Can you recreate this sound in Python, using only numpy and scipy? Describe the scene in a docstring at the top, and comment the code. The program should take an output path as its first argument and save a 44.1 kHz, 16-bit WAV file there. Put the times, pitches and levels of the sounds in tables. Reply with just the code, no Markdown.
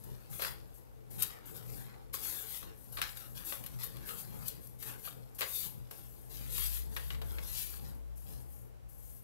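"""Paper hisses, crinkles and snaps up close as hands turn and open an envelope in a quiet bedroom.
The hiss is tiny fibres catching and letting go as the paper slides and tears. The bending sheet buckles,
its creases snap, its open pocket sounds hollow, and the hands bump it softly. Behind it are mains hum,
steady room noise and a low motor that spins up towards the end. A small microphone hears all this through
two openings (ports), left and right."""
import sys
import numpy as np
from scipy import signal
from scipy.fft import rfft, irfft, next_fast_len
from scipy.io import wavfile
from scipy.ndimage import map_coordinates

SR = 44100
rng = np.random.default_rng(int(sys.argv[2]) if len(sys.argv) > 2 else 0)


def dump(signal):
    """Clip the signal to [-1, 1] and save it as 16-bit WAV at the path in sys.argv[1]."""
    limited = np.clip(np.atleast_2d(signal).T, -1, 1)
    pcm = np.round(limited * 32767).astype(np.int16)
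    wavfile.write(sys.argv[1], SR, pcm)


N = 407043
T = np.arange(N) / SR

# Levels in the tables are relative: the functions add their own gains.
# hand strokes on the paper: start_s, rise_s, hold_s, hiss_db, crinkle_db, hollow_db (higher is hollower)
STROKES = [(0.035, .008, 0.023, -56, -64.5, 16), (0.297, 0.038, 0.11, -40.5, -54.5, 11),
           (0.387, 0.058, 0.025, -38.5, -44, -4), (0.733, .01, 0.033, -53.5, -85, 0),
           (1.099, 0.011, .06, -46, -62, 6), (1.177, 0.03, 0.034, -34, -49.5, 1),
           (1.29, 0.016, 0.043, -64, -50.5, 18), (1.451, .004, .06, -46.5, -61, 17),
           (1.534, 0.029, .005, -43.5, -54.5, 1), (1.62, .1, .1, -46, -57, 3),
           (1.86, 0.02, 0.1, -77, -59, 27), (2.126, 0.011, 0.013, -35.5, -46.5, -3),
           (2.187, 0.054, 0.17, -33.5, -49.5, 7), (2.425, 0.11, 0.04, -37, -50.5, -9),
           (2.606, .02, 0.058, -59, -54, 14), (2.735, 0.073, 0.089, -54.5, -82, -2),
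           (2.917, 0.0069, 0.062, -43, -58, 1), (3.009, 0.006, 0.012, -39.5, -44, -14),
           (3.054, 0.024, .025, -45.5, -62, 4), (3.146, 0.03, 0.047, -45.5, -53.5, 4.5),
           (3.345, 0.029, 0.012, -42, -51, 1), (3.441, 0.034, 0.066, -35, -55, -3),
           (3.62, .02, 0.14, -58, -60.5, 0), (3.782, 0.047, 0.0058, -39.5, -48.5, -5),
           (3.994, 0.049, .03, -57, -55, 2), (4.051, 0.036, 0.027, -37.5, -48.5, 9),
           (4.157, 0.035, 0.01, -38.5, -53, -5), (4.273, 0.15, 0.044, -48, -58, 4),
           (4.451, 0.017, 0.011, -38, -51.5, -21), (4.598, 0.044, 0.025, -50, -69, -18),
           (4.783, 0.044, 0.051, -41.5, -58, -3), (4.852, 0.034, 0.016, -43, -45.5, 11.5),
           (4.971, 0.022, .03, -48, -70, 0), (5.023, .03, 0.0092, -39, -53, -2),
           (5.381, .005, .02, -35.5, -48.5, 5), (5.428, 0.13, 0.092, -32, -54.5, -24),
           (5.902, 0.0084, 0.089, -48.5, -60.5, -7), (6.008, 0.039, 0.23, -52, -78, -12),
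           (6.29, 0.034, 0.17, -45, -55, -13), (6.494, 0.087, 0.087, -31.5, -47, -24),
           (6.672, 0.063, 0.039, -36, -51, -32), (6.886, 0.07, 0.17, -45.5, -58, -11),
           (7.223, 0.087, 0.057, -48, -56, 4), (7.4, 0.041, 0.1, -44, -54, -8),
           (7.466, 0.11, 0.051, -33, -49.5, -32), (7.656, 0.0094, 0.1, -42, -56.5, -11),
           (7.799, 0.045, .05, -51, -60, -7), (8.154, 0.02, 0.085, -52.5, -78, -17),
           (8.257, 0.03, 0.072, -50, -60, -12), (8.37, .03, 0.028, -54.5, -77, -2),
           (8.453, 0.076, 0.09, -53.5, -83, -5), (8.881, 0.012, 0.11, -54.5, -93, -5),
           (8.98, 0.055, .16, -50.5, -94, -8)]
# crease snaps, and faint ticks as the fingers start a stroke:
# start_s, crack_db, body_db, knock_db, ring_hz, decay_ms
SNAPS = [(0.037, -42, -69, -70, 950, 13), (0.395, -47, -39, -38, 1020, 8.6),
         (0.4197, -23, -29, -38, 1070, 6), (0.438, -29, -36, -48, 2500, 4),
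         (0.448, -26, -29.5, -49, 1620, 5.1), (0.457, -39, -44, -47, 1600, 4),
         (1.222, -15, -36, -59, 5060, 3), (1.224, -12.5, -43, -49, 4950, 2.7),
         (1.231, -16.5, -37, -64, 1010, 3.7), (1.303, -47, -45.5, -66, 1500, 3),
         (1.5642, -36, -64, -63, 5000, 9.3), (1.941, -70, -54, -59, 1140, 7.4),
         (2.14, -24, -34.5, -47, 1120, 4.3), (2.148, -30, -50, -65, 4220, 9),
         (2.627, -53, -45, -49.5, 1160, 5.5), (2.971, -41, -33.5, -61, 1140, 7.5),
         (2.985, -50, -35, -41, 1150, 9.2), (3.016, -22.5, -24, -55, 1660, 4.9),
         (3.0253, -37, -28, -48, 2300, 3.3), (3.171, -34, -46, -64, 955, 7.1),
         (3.4487, -38, -63, -62, 1500, 6), (3.523, -44, -32, -42, 950, 4.5),
         (3.6387, -33, -47, -58, 2930, 4.2), (3.662, -31, -43.5, -59, 3850, 8),
         (3.834, -27.5, -45.5, -62, 1150, 16), (3.9683, -39, -46.5, -69, 1200, 3.2),
         (4.089, -45, -41.5, -50, 3200, 10), (4.4812, -19, -57, -66, 5000, 4.6),
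         (4.671, -35.5, -70, -77, 900, 3), (4.8254, -34, -46.5, -61, 1790, 16),
         (5.073, -45, -41, -47, 1225, 9.4), (5.3474, -43, -77, -73, 1500, 29),
         (5.3883, -33, -47, -64, 1270, 8), (5.408, -22, -28.5, -37.5, 2600, 3.6),
         (5.4166, -34, -24.5, -39, 2850, 3.4), (5.426, -45, -30, -34.5, 3100, 7.4),
         (5.634, -46, -49, -58, 1530, 4.5), (5.9103, -34.5, -42.5, -45, 990, 5.9),
         (6.58, -25, -33, -49, 1170, 3.7), (6.9642, -33.5, -32, -38.5, 1790, 9),
         (7.104, -52, -35, -51, 3000, 5.6), (7.146, -54, -41, -53, 1140, 5.3),
         (7.216, -38.5, -39, -39.5, 1310, 5.9), (7.3841, -48, -37.5, -44.5, 2160, 6),
         (8.1774, -44, -71, -62, 900, 4.7)]
# faint finger movement between strokes: time_s, hiss_db, crinkle_db
FIDGET = [(0, -58.5, -68.5), (0.28, -61, -63.5), (0.95, -71, -79.5), (1.5, -74, -66.5), (2.08, -72, -74.5),
          (3.3, -53.5, -72), (4.2, -54.5, -61), (4.75, -62, -78.5), (5.3, -64.5, -70.5), (7.3, -64, -76),
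          (8.05, -70, -77), (9.22, -80, -91)]
# soft nudges of the hands: middle_s, length_s, bump_db, rumble_db
NUDGES = [(0.09, 0.12, -50, -52), (0.316, .06, -50, -62), (0.506, 0.23, -54.5, -55), (1.18, 0.12, -48, -59),
          (1.542, 0.086, -51.5, -59), (1.764, 0.33, -50.5, -58), (2.05, 0.087, -71, -61),
          (2.405, 0.064, -65, -78), (2.663, 0.088, -56, -51), (2.987, 0.13, -53, -50),
          (3.373, 0.16, -53.5, -54), (3.622, .06, -50.5, -60), (3.745, 0.067, -48.5, -62),
          (3.946, 0.18, -50.5, -56.5), (4.178, 0.21, -53.5, -71), (4.37, 0.16, -48, -55),
          (4.534, 0.078, -54.5, -75), (4.782, 0.75, -56, -78), (5.17, 0.11, -53.5, -72),
          (5.67, 0.05, -51.5, -65), (5.77, .09, -50.5, -50), (6.11, 0.29, -65, -60),
          (6.504, 0.33, -51, -60), (6.89, 0.14, -52, -52), (7.3, 0.47, -53, -51), (7.88, 0.14, -49, -59),
          (8.315, 0.1, -50, -55), (8.62, .12, -61, -58), (8.9, .25, -75, -55)]
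# a motor starting up: time_s, pitch_hz, level_db
MOTOR = [(6.2, 40, -67), (6.32, 45, -49), (6.43, 50.7, -44), (6.52, 54.8, -46), (6.65, 57.8, -35.5),
         (7.0, 59.24, -41.5), (7.38, 60.06, -36.5), (7.55, 62.35, -46.5), (8.15, 57.5, -44),
         (8.5, 61.5, -49), (9.23, 60, -50.5)]
# mains hum: pitch_hz, level_db
HUM = [(60, -64.5), (120, -56.5)]

# A colour says how strong a sound is from bass to treble.
# paper sliding: pitch_hz, level_db
SLIDE_COLOUR = [(300, -45), (1200, -40.5), (4500, -12), (6500, -4.5), (8500, -3), (16000, 0.5)]
# paper scraping under a hard stroke: pitch_hz, level_db
SCRAPE_COLOUR = [(500, -16), (1200, -13), (2400, -7), (3600, 1.5), (5500, -1.5), (8000, 0), (16000, -26)]
# a tight sheet buckling: pitch_hz, level_db
CRINKLE_COLOUR = [(500, -18), (1200, -8), (2400, -2), (3600, 0.5), (5000, 0), (6200, -5), (9000, -14.5),
                  (16000, -37)]
# the hollow of the open pocket: pitch_hz, level_db
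POCKET_COLOUR = [(200, -18.5), (700, -16), (1080, -1.5), (1300, -0.5), (1500, 0.5), (2050, -4.5),
                 (2800, -8.5), (6000, -24)]
# the bright crack of a snap or tick: pitch_hz, level_db
CRACK_COLOUR = [(1500, -43), (4500, -3.5), (8000, -1), (12500, 4.5), (16000, 5.5)]
# the paper ringing beside a snap or tick: pitch_hz, level_db
SNAP_BODY_COLOUR = [(200, -29), (700, -25), (1100, 6), (1500, 2), (2500, 1.5), (4000, -1.5), (7000, -20.5),
                    (15000, -37)]
# air knocked out of the pocket: pitch_hz, level_db
KNOCK_COLOUR = [(130, -19), (280, -8), (370, 2.5), (530, 11.5), (700, 5), (950, 3), (2000, -37)]
# the envelope's broad faces flapping: pitch_hz, level_db
FLAP_COLOUR = [(120, -10.5), (245, 0.5), (320, 1), (395, -2.5), (436, 6.5), (475, -2.5), (520, 2.5),
               (640, -8), (820, -2.5), (1250, -15), (2500, -30)]
# a soft bump of the hand: pitch_hz, level_db
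BUMP_COLOUR = [(60, -23), (95, -5), (108, -8), (122, 9.5), (135, -2), (172, -5.5), (196, -8.5),
               (240, -13.5), (600, -50)]
# deep rumble from handling: pitch_hz, level_db
RUMBLE_COLOUR = [(20, -33), (33, -29), (44, 16), (53, 3), (66, 8), (80, -3), (94, 3), (112, -7), (250, -61)]
# the room's steady noise: pitch_hz, level_db
ROOM_COLOUR = [(22, -11), (40, -1.5), (54, 15), (80, 7.5), (130, -0.5), (210, 1.5), (390, -8), (436, -8.5),
               (480, -1), (650, -5), (850, -11.5), (1400, -14.5), (3000, -22.5), (6500, -82), (16000, -53)]
# the microphone's own hiss: pitch_hz, level_db
MIC_HISS_COLOUR = [(100, 10.5), (14000, 0)]
# the left port faces the paper and rings in the treble: pitch_hz, gain_db
LEFT_PORT = [(100, 1), (6000, -0.5), (8500, 4.5), (10400, 5.5), (11300, 9), (11900, 12), (12600, 9.5),
             (13400, 6.5), (14500, -1), (16000, -1.5)]
# the right port is shaded: pitch_hz, gain_db
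RIGHT_PORT = [(100, -4), (400, -5.5), (1500, -4), (4000, -4), (6000, -6.5), (9500, -11.5), (12500, -15),
              (16000, -41.5)]
# how alike the paper sounds at the two ports: pitch_hz, likeness_0_to_1
LIKENESS = [(300, .65), (1500, 0.52), (5000, 0.28), (12000, 0)]

GRIP_S, GRIP_DB = 0.0076, -10.5  # a stroke grips below its full level
TIRE_DB_PER_S, RELEASE_DB_PER_S = 17.5, 194  # it fades slowly while held, quickly once let go
LINGER_DB, LINGER_DB_PER_S = -19, 71  # the paper goes on shifting after each stroke
SETTLE_DB, SETTLE_DB_PER_S = -13.5, 380  # crinkle after a snap or tick, relative to its body_db
RESTING_BUMP_DB, RESTING_RUMBLE_DB = -67, -64  # hands at rest
ECHO_S, TREBLE_ECHO_S = 0.35, 0.094  # time for the room's echo to fall by 60 dB


def envelope():
    """All the sound that one face of the paper gives off."""
    slide_db, flex_db, hollow = handling()
    return sliding(slide_db) + crinkling(flex_db, hollow) + snapping() + flapping(flex_db, hollow)


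def sliding(level_db, slips_per_s=15000, hiss_db=-3.5, scrape_db=-14.5, bite=0.53):
    """Fibres catch and let go, more often as the paper moves faster; hard strokes add a lower scrape."""
    force_db = level_db + 40
    grain = clicks(slips_per_s * undb(0.5 * force_db), spread_db=1.5)
    grain = grain * undb(level_db + 0.9 * wander(per_s=130))
    hiss = undb(hiss_db) * colour(grain, SLIDE_COLOUR)
    scrape = colour(grain * undb(scrape_db + bite * force_db), SCRAPE_COLOUR)
    hiss = bending(hiss, depth_db=3.5, per_s=16, width_hz=190)
    return hiss + bending(scrape, depth_db=15.5, per_s=12, width_hz=190)


def crinkling(level_db, hollow, buckles_per_s=900, cluster_db=1.5, crisp_db=-1.5, pocket_db=-5):
    """Small buckles come in clusters; a tight sheet sounds crisp, a bulging pocket hollow."""
    buckles = clicks(buckles_per_s * undb(0.4 * (level_db + 50)), spread_db=3.0)
    buckles = buckles * undb(level_db + cluster_db * wander(per_s=70))
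    buckles = buckles * np.sqrt(2 / (1 + hollow ** 2))  # crisp and hollow share the power
    crisp = undb(crisp_db) * colour(buckles, CRINKLE_COLOUR)
    pocket = undb(pocket_db) * colour(buckles * hollow, POCKET_COLOUR)
    return bending(crisp + pocket, depth_db=11, per_s=16, width_hz=180)


def snapping(knock_ms=13, ring_sharpness=6, size=4096):
    """A crease snaps or a stroke starts with a tick: a bright crack, a papery ring, a hollow knock."""
    crack, body, knock = np.zeros((3, N + size))
    ms = 1000 * np.arange(size) / SR
    for start_s, crack_db, body_db, knock_db, ring_hz, decay_ms in SNAPS:
        # faint ticks start more softly than loud snaps
        rise_ms = 0.15 * undb(-0.64 * (max(crack_db, body_db) + 29.5))
        burst = np.minimum(ms / rise_ms, 1) * np.exp(-(ms / decay_ms) ** 0.96)
        tear, push, air = rng.standard_normal((3, size))
        ring = signal.lfilter(*signal.iirpeak(ring_hz, ring_sharpness, fs=SR), push * burst)
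        i = int(start_s * SR)
        crack[i:i + size] += undb(crack_db) * tear * burst
        body[i:i + size] += undb(body_db) * (0.91 * push * burst + ring)
        knock[i:i + size] += undb(knock_db) * air * np.exp(-ms / knock_ms)
    return (undb(-6) * colour(crack[:N], CRACK_COLOUR)
            + undb(-1) * colour(body[:N], SNAP_BODY_COLOUR)
            + undb(-1) * colour(knock[:N], KNOCK_COLOUR))


def flapping(flex_db, hollow, gain_db=-57.0, follow=0.27, nudge_db=-7, uneven_db=2):
    """The envelope's broad faces sound hollow when the open pocket is bent or nudged."""
    pocket_share = hollow ** 2 / (1 + hollow ** 2)
    pocket_db = flex_db + 10 * np.log10(pocket_share) + 55
    bump, _ = nudging()
    push = np.hypot(undb(gain_db + follow * pocket_db), undb(nudge_db) * bump)
    taps = clicks(per_s=1500, spread_db=3.15) * push * undb(uneven_db * wander(per_s=25))
    return bending(colour(taps, FLAP_COLOUR), depth_db=7, per_s=11, width_hz=90.5)


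def handling(step=32):
    """Fidgeting, strokes and settling paper set the hiss level, crinkle level and hollowness."""
    t = T[::step]
    slide, flex = (undb(db[::step]) ** 2 for db in curves(FIDGET))
    crisp, hollow = flex / 2, flex / 2
    for start_s, rise_s, hold_s, hiss_db, crinkle_db, hollow_db in STROKES:
        power = stroke(t - start_s, rise_s, hold_s)
        slide = slide + power * undb(hiss_db) ** 2
        hollow_ratio = undb(hollow_db) ** 2
        tight = power * undb(crinkle_db) ** 2 / (1 + hollow_ratio)
        crisp, hollow = crisp + tight, hollow + tight * hollow_ratio
    for start_s, _, body_db, *_ in SNAPS:
        settling_db = body_db + SETTLE_DB - SETTLE_DB_PER_S * np.abs(t - start_s)
        settling = (t > start_s) * undb(settling_db) ** 2
        crisp, hollow = crisp + settling / 2, hollow + settling / 2
    slide_db, flex_db = 10 * np.log10(slide), 10 * np.log10(crisp + hollow)
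    return [np.interp(T, t, curve) for curve in (slide_db, flex_db, np.sqrt(hollow / crisp))]


def stroke(t, rise_s, hold_s):
    """Power of one stroke, t seconds after the fingers grip: it builds, tires, then lets go."""
    since_peak = np.maximum(t - rise_s, 0)
    since_release = np.maximum(since_peak - hold_s, 0)
    build_db = GRIP_DB * np.clip(1 - t / rise_s, 0, 1)
    tire_db = -TIRE_DB_PER_S * np.minimum(since_peak, hold_s)
    release_db = np.maximum(-RELEASE_DB_PER_S * since_release, LINGER_DB - LINGER_DB_PER_S * since_release)
    return (np.clip(t / GRIP_S, 0, 1) * undb(build_db + tire_db + release_db)) ** 2


def bending(x, depth_db, per_s, width_hz, size=512):
    """As the sheet changes shape and place, some pitches drop out and others swell."""
    hz, t, spectrum = signal.stft(x, SR, nperseg=size)
    chance = rng.standard_normal((200, 400))
    place = np.meshgrid(hz / width_hz, t * per_s, indexing="ij")
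    ripple = map_coordinates(chance, place, order=3, mode="mirror")
    # sound paths can cancel each other fully, but add up only a little
    gain = undb(depth_db * np.minimum(ripple, np.tanh(ripple)))
    return signal.istft(spectrum * unit(gain), SR, nperseg=size)[1][:N]


def bumping(bump_db=4.0, rumble_db=2):
    """The hands nudge things about, which makes them thud and rumble."""
    bump, rumble = nudging()
    thuds = colour(clicks(per_s=1500, spread_db=1.7) * bump, BUMP_COLOUR)
    rumbles = colour(clicks(per_s=1500, spread_db=0.97) * rumble, RUMBLE_COLOUR)
    return undb(bump_db) * thuds + undb(rumble_db) * rumbles


def nudging(step=128):
    """Strength of the bumps and of the rumble: each nudge swells and fades above the resting level."""
    t = T[::step]
    bump, rumble = undb(RESTING_BUMP_DB) ** 2, undb(RESTING_RUMBLE_DB) ** 2
    for middle_s, length_s, bump_db, rumble_db in NUDGES:
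        swell = np.exp(-(2 * (t - middle_s) / length_s) ** 2)
        bump = bump + swell * undb(bump_db) ** 2
        rumble = rumble + swell * undb(rumble_db) ** 2
    return [np.interp(T, t, np.sqrt(power)) for power in (bump, rumble)]


def motor():
    """A motor strains up to speed and then eases: one low, wavering tone."""
    pitch_hz, level_db = curves(MOTOR)
    phase = 2 * np.pi * np.cumsum(pitch_hz) / SR
    return np.sqrt(2) * undb(level_db + 1.1 * wander(per_s=4.6)) * np.sin(phase)


def mains_hum():
    """The electricity supply hums with low tones that waver a little in level."""
    tones = (undb(db + 0.53 * wander(per_s=7.6)) * np.sin(2 * np.pi * hz * T) for hz, db in HUM)
    return np.sqrt(2) * sum(tones)


def room_noise(level_db):
    """The steady, low hush of the bedroom."""
    return undb(level_db) * colour(rng.standard_normal(N), ROOM_COLOUR)


def bedroom_echo(x, echo_db=-6.5, treble_db=-5, split_hz=5000):
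    """The room adds a short echo whose treble dies first."""
    t = T[:SR // 2]
    noise = rng.standard_normal(len(t))
    low = signal.sosfilt(signal.butter(2, split_hz, fs=SR, output="sos"), noise)
    high = signal.sosfilt(signal.butter(2, split_hz, "high", fs=SR, output="sos"), noise)
    fall = np.log(1000)  # 60 dB
    tail = low * np.exp(-fall * t / ECHO_S) + undb(treble_db) * high * np.exp(-fall * t / TREBLE_ECHO_S)
    fade_in = np.minimum(t / 0.00085, 1)
    tail_energy = SR * ECHO_S / (2 * fall)
    return undb(echo_db) * convolve(x, tail * fade_in / np.sqrt(tail_energy))


def blend(near, far):
    """Mix two unrelated sounds so that the mix resembles the first, less so in the treble."""
    hz, likeness = np.transpose(LIKENESS)
    size = next_fast_len(N)
    alike = np.clip(np.interp(np.fft.rfftfreq(size, 1 / SR), hz, likeness), 0, 1)
    return irfft(alike * rfft(near, size) + np.sqrt(1 - alike ** 2) * rfft(far, size), size)[:N]


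def clicks(per_s, spread_db):
    """Tiny clicks at random moments, mostly small and a few large, with an average power of 1."""
    chance = np.clip(per_s / SR, 1e-4, 1)
    sizes = undb(spread_db * np.clip(rng.standard_normal(N), -2.5, 2.5))
    happens = rng.random(N) < chance
    return unit(happens * sizes * rng.choice([-1, 1], N) / np.sqrt(chance))


def wander(per_s):
    """A random drift of roughly 1 either way that turns per_s times a second."""
    steps = rng.standard_normal(N // 20)
    return 1.13 * np.interp(T * per_s, np.arange(len(steps)), steps)


def colour(x, points):
    """Give plain noise or clicks a colour while keeping their power."""
    ring = response(points)
    return convolve(x, ring / np.linalg.norm(ring))


def response(points, size=8192):
    """What one click becomes after a filter with this colour (its impulse response)."""
    hz, db = np.transpose(points)
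    grid_hz = np.maximum(np.arange(size // 2 + 1) * SR / size, 1)
    gain = undb(np.interp(np.log(grid_hz), np.log(hz), db))
    cepstrum = irfft(np.log(gain))
    # fold it so that the filter rings only after the click, never before
    cepstrum[1:size // 2] *= 2
    cepstrum[size // 2 + 1:] = 0
    return irfft(np.exp(rfft(cepstrum)))


def convolve(x, ring):
    """Pass a sound through a filter, given as its response to one click."""
    return signal.fftconvolve(x, ring)[:N]


def curves(rows):
    """The columns of a table, joined by straight lines in time."""
    time_s, *columns = np.transpose(rows)
    return [np.interp(T, time_s, column) for column in columns]


def undb(db):
    """Turn decibels into a number to multiply by."""
    return 10 ** (np.asarray(db) / 20)


def unit(x):
    """Scale to an average power of 1."""
    return x / np.sqrt(np.mean(x ** 2) + 1e-20)


def scene(paper_db=-0.42, room_db=-61.0):
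    """The left port hears the paper's near face, the right a blend of both; the bass is mostly shared."""
    near, far = envelope(), envelope()
    sides = [near, blend(near, far)]
    shared = bumping() + motor() + mains_hum() + room_noise(room_db)
    paper = np.array([side + bedroom_echo(side) for side in sides])
    unshared = np.array([room_noise(room_db - 2) + undb(-11) * bumping() for _ in sides])
    return undb(paper_db) * paper + shared + unshared


def record(dry, hiss_db=-72.5, top_hz=15720):
    """Each port colours the sound and the right one flips it; faint hiss joins; top treble is cut."""
    left = convolve(dry[0], response(LEFT_PORT))
    right = -convolve(dry[1], response(RIGHT_PORT))
    hiss = np.array([colour(rng.standard_normal(N), MIC_HISS_COLOUR) for _ in range(2)])
    treble_cut = signal.ellip(12, 0.2, 70, top_hz, fs=SR, output="sos")
    return signal.sosfilt(treble_cut, np.array([left, right]) + undb(hiss_db) * hiss)


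dry = scene()
out = record(dry)
dump(out)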